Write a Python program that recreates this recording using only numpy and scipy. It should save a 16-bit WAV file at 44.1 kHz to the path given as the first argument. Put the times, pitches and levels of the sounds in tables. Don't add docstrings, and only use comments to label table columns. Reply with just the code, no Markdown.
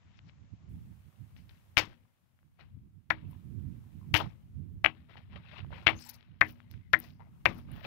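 import sys
import numpy as np
from scipy import signal
from scipy.fft import rfft, irfft, next_fast_len
from scipy.io import wavfile
from scipy.ndimage import uniform_filter1d, map_coordinates

SR = 44100
rng = np.random.default_rng(int(sys.argv[2]) if len(sys.argv) > 2 else 0)


def int16_out(signal):
    q = np.round(np.clip(np.atleast_2d(signal).T, -1, 1) * 32767)
    wavfile.write(sys.argv[1], SR, q.astype(np.int16))


def linear_from_db(decibels):
    return 10 ** (np.asarray(decibels, float) / 20)


N = 346846

# start in seconds, peak in dB, pitch in Hz, echo delay in ms, step per echo in dB.
SNAPS = [(1.77091, -1.5, 2600, .2, -4.5), (1.7786, -9, 2500, .2, -3), (3.10445, -7, 2100, .85, -15),
         (4.1419, -3.5, 2700, .19, -3), (4.15126, -7, 2700, .19, -3.5), (4.84372, -10, 1600, .85, -16),
         (4.85803, -12, 1600, .85, -16), (5.86803, 0, 2100, .86, -14), (5.87706, -7, 2100, .85, -10),
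         (6.4121, -5, 2000, .85, -13), (6.93443, -3, 2000, .54, -10), (7.4569, 0, 2000, .85, -14)]
# start in seconds, time until shut in ms, start and end pitch in Hz, level in dB.
WHOOPS = [
    (3.1068, 3.6, 1450, 2300, -7),
    (4.8456, 2.5, 1200, 2750, -9),
    (4.8599, 2.4, 1200, 2750, -9),
    (5.8688, 2.1, 1250, 2950, -8.5),
    (5.8778, 2, 1250, 2950, -10.5),
    (5.8868, 3.5, 1900, 2400, -12),
    (6.4141, 3.2, 1480, 2350, .3),
    (6.9367, 4.9, 1450, 2060, -6.5),
    (6.9432, 4.8, 1500, 2080, -11.5),
    (7.4588, 4.7, 1250, 2560, -13.5),
]
WHOOP_GROWS_DB = [-7, 4.5, 4.5, 6, 5.5, -2, -6, .4, 1.5, 7.5]
# start in seconds, level in dB.
JETS = [
    (1.767, -32.5),
    (3.1, -36),
    (4.138, -20),
    (4.8394, -35.5),
    (4.855, -41.5),
    (5.864, -41),
    (6.407, -36),
    (6.929, -29.5),
    (7.452, -32),
]
# frequency in Hz, level in dB.
JET_COLOUR = [(700, -5), (2000, 0), (4500, -10.5), (6500, -17.5), (8700, -33.5), (12500, -16.5),
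              (15800, -23.5)]
# start in seconds, peak in dB, pitch in Hz.
CRACKS = [
    (1.771, -15, 5000),
    (1.7711, -33, 11500),
    (1.779, -25, 5200),
    (3.1074, -27, 4200),
    (4.142, -20, 5800),
    (4.1421, -30, 9500),
    (4.1422, -29, 13000),
    (4.1514, -24, 5600),
    (4.1515, -34, 9500),
    (4.1516, -33, 13000),
]
# start in seconds, peak in dB, pitch in Hz.
SLAPS = [(1.7771, -17.5, 2200), (1.785, -19.5, 2200), (1.7868, -15, 1900), (1.7882, -16, 2200),
         (1.7898, -18, 2200), (1.7912, -17, 2000), (1.7926, -18, 2200), (1.7948, -18, 2300),
         (3.106, -27, 750), (3.1128, -25.5, 800), (4.148, -23, 2900), (4.1575, -18.5, 2900),
         (4.1594, -16.5, 2300), (4.1605, -16.5, 2600), (4.1625, -18.5, 3100), (4.1645, -20.5, 2900),
         (4.1665, -19, 3200), (4.174, -23.5, 3000), (4.18, -25.5, 3000), (4.189, -24.5, 2900),
         (4.2, -27, 2900), (4.204, -25.5, 3000), (4.8445, -23, 650), (4.8588, -23.5, 650),
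         (6.4135, -24, 700), (6.936, -23, 700), (7.458, -21, 750), (7.4618, -22.5, 800)]

# start in seconds, then underbody echo, tyre ring, air-cavity note and
# air push, all in dB.
BURSTS = [
    (1.7714, -7, -32.5, -66, -22.5),
    (3.104, -13, -36.5, -55.5, -38),
    (4.14, -3, -26.5, -63, -46),
    (4.8443, -14, -37.5, -53, -49.5),
    (5.869, -9.5, -28.5, -46, -29),
    (6.413, -10.5, -33, -45.5, -40),
    (6.9346, -15, -35.5, -48.5, -40),
    (7.4575, -13, -31, -42, -30.5),
]
# frequency in Hz, level in dB, decay over 60 dB in seconds.
TYRE_MODES = [(86.5, 0, 0.15), (117.6, 2.5, 0.13), (139, -8, 0.069), (320.5, -1, 0.25), (650, -9.5, 0.066),
              (927, 1.5, 0.092)]
# frequency in Hz, decay over 60 dB in seconds.
UNDERBODY_DECAY = [(200, 0.58), (420, 0.12), (1100, 0.045), (3000, 0.12), (9000, 0.071)]
# frequency in Hz, level in dB.
ARCH_COLOUR = [(300, -6.5), (900, 4), (1700, -8), (2400, -13.5), (4200, -12.5), (7000, -28), (12000, -28.5)]
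# start in seconds, pitch in Hz, level in dB, decay over 60 dB in seconds.
THUMP = (4.1373, 107, -16, .1)

# peak time in seconds, level in dB, rise and fall over 20 dB in ms,
# gurgle over squelch in dB.
GUSHES = [(1.778, -22.5, 2.3, 45, -1.5), (1.794, -24.5, 44, 37, -7), (1.93, -60.5, 90, 31, -8),
          (3.14, -56.5, 14, 130, 0.5), (3.33, -71, 136, 75, 0.5), (4.161, -24.5, 7, 35, -10),
          (4.205, -35.5, 44, 41, 6), (4.29, -64.5, 93, 71, 2), (4.89, -50, 31, 37, 5.5),
          (4.95, -66, 45, 250, -4.5), (5.894, -30.5, 94, 40, 3.5), (6.449, -49.5, 17, 62, -0.5),
          (6.494, -57.5, 34, 58, -2.5), (6.969, -60.5, 40, 120, 7), (7.045, -57, 170, 94, -2.5),
          (7.49, -44, 25, 71, 1.5), (7.586, -62.5, 120, 66, 4.5)]
# peak time in seconds, level in dB, rise and fall over 20 dB in ms,
# gurgle over squelch in dB.
SQUEEZES = [(.19, -70, 160, 12, -9), (.295, -62, 37, 13, -14), (1.367, -61.5, 5.4, 52, -16),
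            (1.496, -61.5, 5.3, 80, -8), (2.603, -53.5, 19, 58, -3), (5.098, -57, 15, 240, -4),
            (5.173, -51.5, 9, 46, -2.5), (5.325, -58.5, 30, 170, -1), (5.362, -48.5, 9, 42, -2.5),
            (5.482, -61, 100, 200, -22), (5.538, -52.5, 150, 110, -7), (5.594, -47, 98, 49, -2.5),
            (5.729, -53, 26, 340, 0), (5.783, -49, 63, 23, -4), (6.014, -63, 270, 620, -5.5),
            (6.096, -56.5, 140, 56, -9.5), (6.145, -63, 29, 130, -3), (6.605, -70, 137, 120, -1.5),
            (6.74, -66, 80, 140, -7.5), (7.21, -74.5, 25, 164, 13.5), (7.685, -70, 15, 300, 10),
            (7.748, -57, 103, 1300, -1.5), (7.851, -41, 30, 42, -4.5)]
# peak time in seconds, level in dB, rise and fall over 20 dB in ms,
# spray over fizz in dB.
SQUIRTS = [(.19, -70, 58, 8, -41.5), (.295, -69.5, 68, 12, -40), (1.367, -69, 4, 83, -8),
           (1.496, -76, 4, 200, -5.5), (1.7775, -24, 1.7, 32, -15.5), (3.313, -86, 40, 32, 18),
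           (4.14, -33.5, 1.2, 3, -10), (4.163, -30.5, 7.5, 34, -9.5), (4.204, -53, 28, 24, -2),
           (5.8, -82, 70, 200, -13), (6.014, -55.5, 61, 110, -4), (6.071, -55, 70, 12, -4),
           (6.096, -40, 11, 14, -2), (6.145, -50, 20, 19, -2), (6.494, -63, 60, 62, 0.5),
           (6.713, -64.5, 11, 50, -8.5), (7.005, -74.5, 21, 170, -7), (7.045, -63, 94, 115, -3.5),
           (7.49, -59, 8.7, 25, -26), (7.586, -68.5, 140, 70, 0.5), (7.748, -78, 50, 300, 3)]
# peak time in seconds, level in dB, rise and fall over 20 dB in ms.
MISTS = [
    (4.73, -80, 40, 60),
    (6.5, -68, 52, 70),
    (7.0, -64, 9.1, 107),
    (7.73, -71.5, 25, 900),
    (7.85, -73, 100, 100),
]
# frequency in Hz, level in dB.
GURGLE_COLOUR = [(300, -5.5), (550, -3.5), (950, -2), (1300, -3.5), (1700, -18)]
SQUELCH_COLOUR = [(1100, -19.5), (1500, -1.5), (2200, 1), (3100, -2.5), (4000, -8), (5500, -23.5)]
FIZZ_COLOUR = [(3000, -25.5), (4200, 1), (5500, 1), (7000, -11.5), (8600, -19.5), (9500, -42)]
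SPRAY_COLOUR = [(8000, -26), (10000, -3.5), (12500, -2), (15600, -1), (16100, -29)]
MIST_COLOUR = [(11500, -28), (13200, -3.5), (15600, 2.5), (16100, -28.5)]

# start in seconds, peak in dB, pitch in Hz.
BUBBLES = [(3.25, -61.5, 2700), (3.33, -54, 988), (3.35, -60, 990), (3.84, -61, 990), (4.013, -57, 1050),
           (4.028, -56.5, 1050), (4.045, -62, 1000), (4.203, -29, 800), (4.208, -29, 933),
           (4.214, -33, 795), (4.222, -35.5, 902), (5.096, -53.5, 2030), (5.112, -54, 2000),
           (5.156, -50, 885), (5.171, -43, 1900), (5.171, -41, 2970), (5.172, -53, 4700), (5.176, -51, 800),
           (5.311, -56, 2000), (5.328, -51, 2000), (5.359, -41, 2820), (5.36, -43, 1900),
           (5.361, -43.5, 580), (5.438, -58, 2670), (5.531, -47, 600), (5.532, -48, 2600),
           (5.545, -50, 2500), (5.566, -44, 2600), (5.569, -48, 1090), (5.604, -41, 2790),
           (5.706, -56, 700), (5.718, -46.5, 590), (5.727, -39, 1510), (5.728, -44, 950), (5.778, -48, 940),
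           (5.805, -52.5, 787), (6.492, -50, 4200), (6.492, -55, 6200), (7.079, -56, 2100),
           (7.196, -49.5, 852), (7.2035, -55, 860), (7.21, -46, 930), (7.219, -52, 1010),
           (7.203, -63, 1970), (7.211, -55, 1990), (7.221, -53, 2030), (7.23, -60, 2000), (7.272, -61, 804),
           (7.681, -58, 2194), (7.796, -51, 900), (7.816, -48, 650), (7.85, -32, 2466), (7.851, -37.5, 600)]
# start in seconds, peak in dB, pitch in Hz.
GRIT = [(0.191, -40, 2620), (0.296, -43.5, 2440), (1.365, -43, 2530), (1.494, -38, 4000), (2.39, -57, 1515),
        (2.43, -58, 1300), (2.594, -46.5, 1296), (3.253, -60, 2615), (5.095, -50.5, 2020),
        (5.156, -43.5, 940), (5.17, -46, 846), (5.359, -51, 2840), (5.647, -41, 920), (5.706, -44.5, 750),
        (5.728, -36.5, 1040), (5.992, -37.5, 3650), (6.209, -42.5, 3160), (6.228, -44, 3120),
        (6.602, -47, 830), (6.603, -40, 1850), (6.713, -37, 4300), (6.74, -43.5, 2140), (7.105, -43, 4070),
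        (7.205, -42, 940), (7.844, -30, 2440), (7.849, -35.5, 700)]
# start in seconds, peak in dB, pitch in Hz.
DROPS = [(3.3104, -64.5, 11000), (6.0731, -40, 11900), (6.09, -33, 11340), (6.097, -32, 11500),
         (6.1104, -38, 11500), (6.1419, -46, 11700), (6.5091, -40, 15000), (6.5214, -42.5, 15400),
         (6.7121, -41.5, 12200), (6.989, -31.5, 12660), (7.0, -24.5, 13300), (7.5462, -49, 12220),
         (7.7154, -44, 10800)]
# start in seconds, length in ms, start and end pitch in Hz,
# level in dB.
WHISTLES = [(3.235, 45, 2700, 2700, -66), (5.44, 55, 2700, 2600, -59), (5.55, 45, 2600, 2650, -58),
            (5.95, 50, 6120, 6500, -57), (5.995, 85, 8900, 7200, -57), (6.05, 110, 875, 914, -58.5),
            (6.425, 65, 1900, 1750, -50), (6.6, 200, 2030, 2100, -75), (6.8, 125, 2100, 2000, -72),
            (7.15, 140, 2030, 2100, -74), (7.712, 14, 11400, 10200, -62)]

# frequency in Hz, level in dB.
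LEAK_COLOUR = [(20, -24), (250, -27), (1000, -34), (3000, -36), (6000, -42), (9000, -70)]
# time in seconds, level in dB.
BREEZE = [(0, -59.5), (.27, -53.5), (.54, -63.5), (.73, -47.5), (1.08, -65), (1.4, -54), (1.74, -63),
          (1.83, -44), (2.03, -69.5), (2.45, -70), (2.73, -52.5), (3.05, -71.5), (3.3, -53.5),
          (5.85, -55.5), (5.96, -40), (6.05, -60), (7.54, -53), (7.86, -53)]
# peak time in seconds, level in dB, rise and fall over 20 dB in ms.
GUSTS = [(.27, -48.5, 150, 60), (.44, -43.5, 120, 39), (.54, -42.5, 59, 21), (.73, -36.5, 102, 234),
         (1.08, -43.5, 63, 35), (1.2, -44.5, 76, 143), (1.4, -49.5, 52, 460), (2.45, -55, 64, 210),
         (2.87, -50, 123, 260), (3.24, -42, 270, 400), (3.68, -35, 590, 300), (3.99, -35.5, 99, 200),
         (4.28, -35, 330, 35), (4.66, -37.5, 330, 380), (5.33, -41, 85, 184), (5.67, -39, 190, 330),
         (5.95, -41, 320, 55), (6.42, -46.5, 310, 300), (6.74, -39, 103, 99), (7.13, -46, 540, 410),
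         (7.47, -44, 49, 280), (7.72, -42, 530, 530)]
# frequency in Hz, level in dB.
BUFFET_COLOUR = [(15, -22), (43, -12), (65, -2.5), (90, 3), (130, -1.5), (180, -6), (250, -15),
                 (350, -25.5), (500, -42.5), (700, -61)]
# time in seconds, level in dB.
HISS_LEVEL = [(0, -83), (1.7, -83), (1.9, -88.5), (2.4, -91), (3.15, -94), (3.35, -84.5), (4.1, -83),
              (4.45, -88), (5.4, -93), (5.6, -91), (5.8, -85), (6.15, -95), (6.35, -99.5), (6.6, -90),
              (7.1, -95.5), (7.4, -85.5), (7.82, -90)]
# frequency in Hz, level in dB.
HISS_COLOUR = [(200, 7), (700, 11), (2000, 5), (4000, 0), (8000, -1.5), (12000, 0.5), (15650, 1),
               (16000, -27)]

OPEN_S, SHUT_S = .0005, .0003
AFTER_DB, AFTER_S = -8, .0011
CAVITY_HZ, CAVITY_T60 = 239.6, 1
ECHO_RISE_S = .003
DRAIN = 5.9
FIZZ_SHARE_DB, SPRAY_SHARE_DB = -24.5, -33
SEEP_DB = 5.5
WINDWARD_DB = -4.5
SPLICE_S, EARLY_TOP_HZ = .69, 7660


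def snaps():
    out, t = np.zeros(N), np.arange(SR // 100) / SR
    for s, db, hz, delay_ms, echo_db in SNAPS:
        flip = -1 if delay_ms < .3 else 1
        for k in range(4):
            turn = np.clip((t - k * delay_ms / 1000) * hz, 0, 1)
            pulse = np.sin(2 * np.pi * turn ** .7) * (1 - turn ** 3)
            add(out, s, flip ** k * linear_from_db(db + k * echo_db) * pulse)
    return out


def whoops():
    out, t = np.zeros(N), np.arange(SR // 100) / SR
    for (s, length_ms, start_hz, end_hz, db), grows_db in zip(WHOOPS, WHOOP_GROWS_DB):
        u = t * 1000 / length_ms
        slow_start = 1 - .55 * np.exp(-t / .0004)
        hz = (start_hz + (end_hz - start_hz) * u) * slow_start
        late = np.maximum(t - length_ms / 1000, 0)
        shut = np.maximum(np.exp(-late / SHUT_S), linear_from_db(AFTER_DB) * np.exp(-(late / AFTER_S) ** 2))
        swell = (1 - np.exp(-(t / OPEN_S) ** 2)) * linear_from_db(grows_db * np.minimum(u, 1)) * shut
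        add(out, s, -linear_from_db(db) * swell * np.sin(2 * np.pi * np.cumsum(hz) / SR))
    return out


def jets():
    out, t = np.zeros(N), np.arange(SR // 8) / SR
    for s, db in JETS:
        onset = 1 - np.exp(-(t / .0037) ** 2)
        hiss = unit(coloured(rng.standard_normal(len(t)), JET_COLOUR))
        add(out, s, linear_from_db(db - 60 * t / .076) * onset * hiss)
    return out


def underbody_tail():
    hz, when, z = signal.stft(rng.standard_normal(SR // 2), SR, nperseg=256)
    fade_db = 60 * when / along(UNDERBODY_DECAY, hz)[:, None]
    z = z * linear_from_db(along(ARCH_COLOUR, hz)[:, None] - fade_db)
    tail = signal.istft(z, SR, nperseg=256)[1]
    t = np.arange(len(tail)) / SR
    tail = tail * (1 - np.exp(-(t / ECHO_RISE_S) ** 2))
    return tail / np.linalg.norm(tail)


def car(pops):
    out, t = np.zeros(N), np.arange(SR) / SR
    for s, echo_db, ring_db, cavity_db, push_db in BURSTS:
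        burst = pops[round(s * SR) - 20:][:SR // 30]
        add(out, s + .002, linear_from_db(echo_db) * signal.fftconvolve(burst, underbody_tail()))
        ring = np.zeros(len(t))
        for mode_hz, db, t60 in TYRE_MODES:
            hz = mode_hz * rng.uniform(.95, 1.05)
            ring += linear_from_db(ring_db + db - 60 * t / t60) * np.sin(2 * np.pi * hz * t)
        note = linear_from_db(cavity_db - 60 * t / CAVITY_T60) * np.sin(2 * np.pi * CAVITY_HZ * t)
        add(out, s, (ring + note) * (1 - np.exp(-t / .0016)))
        u = t / .003
        add(out, s, linear_from_db(push_db) * u * (2 - u) * np.exp(-u))
    s, hz, db, t60 = THUMP
    add(out, s, -linear_from_db(db - 60 * t / t60) * (1 - np.exp(-t / .003)) * np.sin(2 * np.pi * hz * t))
    return out


def gel():
    seep = linear_from_db(curve(HISS_LEVEL) + SEEP_DB)
    opened = [s for s, db in JETS]
    thick = np.hypot(swells(GUSHES, False, opened), swells(SQUEEZES))
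    deep = np.hypot(swells(GUSHES, True, opened), swells(SQUEEZES, True))
    thin = swells(SQUIRTS) + linear_from_db(FIZZ_SHARE_DB) * thick
    fine = swells(SQUIRTS, True) + linear_from_db(SPRAY_SHARE_DB) * thick
    out = (deep + seep) * patchy(GURGLE_COLOUR, 150, depth_db=2.5, patch_db=-1.5)
    out += (thick + seep) * patchy(SQUELCH_COLOUR, 380, depth_db=2.5, patch_db=1.5)
    out += thin * patchy(FIZZ_COLOUR, 220, depth_db=3, patch_db=2)
    out += fine * patchy(SPRAY_COLOUR, 170, depth_db=3.5, patch_db=1.5)
    return out + swells(MISTS) * patchy(MIST_COLOUR, 170, depth_db=2.5, patch_db=2.5)


def patchy(spectrum, rate, depth_db, patch_db):
    grains = rng.standard_normal(N) * linear_from_db(depth_db * wobble(rate))
    z = signal.stft(grains, nperseg=256)[2]
    field = uniform_filter1d(rng.standard_normal(z.shape), size=3, axis=0)
    field = uniform_filter1d(field, size=8, axis=1)
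    wet = signal.istft(z * linear_from_db(patch_db * unit(field)), nperseg=256)[1][:N]
    return unit(coloured(wet, spectrum))


def swells(rows, tilted=False, opened=(0,)):
    t, power = np.arange(0, N + 16, 16) / SR, 0
    for s, db, rise_ms, fall_ms, *tilt_db in rows:
        away_ms = np.abs(t - s) * 1000
        opening = max(start for start in opened if start <= s)
        rise = linear_from_db(-20 * away_ms / rise_ms) * (t > opening)
        fall = (1 + (10 ** (1 / DRAIN) - 1) * away_ms / fall_ms) ** -DRAIN
        level = linear_from_db(db + tilted * sum(tilt_db))
        power = power + (level * np.where(t < s, rise, fall)) ** 2
    return np.interp(np.arange(N) / SR, t, np.sqrt(power))


def ticks(table, cycles):
    out, t = np.zeros(N), np.arange(SR // 50) / SR
    for s, db, hz in table:
        decay = np.exp(-t * hz / cycles) * (1 - np.exp(-t * hz * 6))
        tone = np.sin(2 * np.pi * hz * t) + .08 * rng.standard_normal(len(t))
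        add(out, s, linear_from_db(db + 8.5) * decay * tone)
    return out


def whistles():
    out = np.zeros(N)
    flutter = linear_from_db(4 * wobble(60)) * (.35 + wobble(260))
    waver = 1 + .03 * wobble(700)
    for s, length_ms, start_hz, end_hz, db in WHISTLES:
        u = np.linspace(0, 1, round(length_ms * SR / 1000))
        hz = (start_hz + (end_hz - start_hz) * u) * waver[round(s * SR):][:len(u)]
        add(out, s, linear_from_db(db) * np.sin(np.pi * u) ** .5 * np.sin(2 * np.pi * np.cumsum(hz) / SR))
    return out * flutter


def port(x):
    body = signal.sosfilt(signal.butter(4, 4700, fs=SR, output="sos"), x)
    top = signal.sosfilt(signal.butter(3, [10500, 16000], "band", fs=SR, output="sos"), x)
    return body + linear_from_db(-18) * top


def wind():
    lumps = linear_from_db(3.5 * np.array([wobble(22), wobble(22)]))
    left, right = lumps * coloured(rng.standard_normal((2, N)), BUFFET_COLOUR)
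    breeze, gusts = linear_from_db(curve(BREEZE)), swells(GUSTS)
    edge = linear_from_db(12) * gusts ** 1.56 * unit(np.gradient(right))
    windward = np.hypot(linear_from_db(WINDWARD_DB) * breeze, gusts)
    return np.array([breeze * unit(left), windward * unit(right) + edge])


def hiss(shape):
    noise = coloured(rng.standard_normal(shape), HISS_COLOUR)
    return linear_from_db(curve(HISS_LEVEL) + 8) * noise / np.std(noise)


def unit(x):
    return x / np.sqrt(np.mean(x ** 2) + 1e-20)


def along(points, hz):
    f, v = np.transpose(points)
    return np.interp(np.log(hz + 1), np.log(f + 1), v)


def curve(rows):
    s, value = np.transpose(rows)
    return np.interp(np.arange(N) / SR, s, value)


def wobble(rate):
    knots = rng.standard_normal(int(N * rate / SR) + 4)
    return map_coordinates(knots, [np.arange(N) * rate / SR])


def coloured(x, spectrum):
    m = next_fast_len(x.shape[-1] + 8192)
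    closed = [(spectrum[0][0] / 2, -120), *spectrum, (spectrum[-1][0] * 1.2, -120)]
    gain = linear_from_db(along(closed, np.fft.rfftfreq(m, 1 / SR)))
    return irfft(rfft(x, m) * gain, m)[..., :x.shape[-1]]


def add(track, s, sound):
    part = track[round(s * SR):][:len(sound)]
    part += sound[:len(part)]


def scene():
    pops = snaps() + whoops()
    impacts = ticks(GRIT, .55) + linear_from_db(-6) * ticks(BUBBLES, 4) + linear_from_db(-5) * ticks(SLAPS, 2.2)
    near = port(pops + car(pops) + impacts)
    near = near + ticks(CRACKS, 1.2) / 2 + jets() + gel()
    near = near + coloured(np.roll(ticks(DROPS, 3), 55), SPRAY_COLOUR)
    shaded = coloured(np.roll(near, 4), LEAK_COLOUR)
    return np.array([near + whistles(), shaded]) + wind()


def roll_off(x):
    return signal.sosfilt(signal.butter(12, 16990, fs=SR, output="sos"), x)


def record(dry):
    x = dry + hiss(dry.shape)
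    dull = signal.sosfiltfilt(signal.butter(12, EARLY_TOP_HZ, fs=SR, output="sos"), x)
    x = np.where(np.arange(N) < SPLICE_S * SR, dull, x)
    return roll_off(x)


dry = scene()
out = record(dry)
int16_out(out)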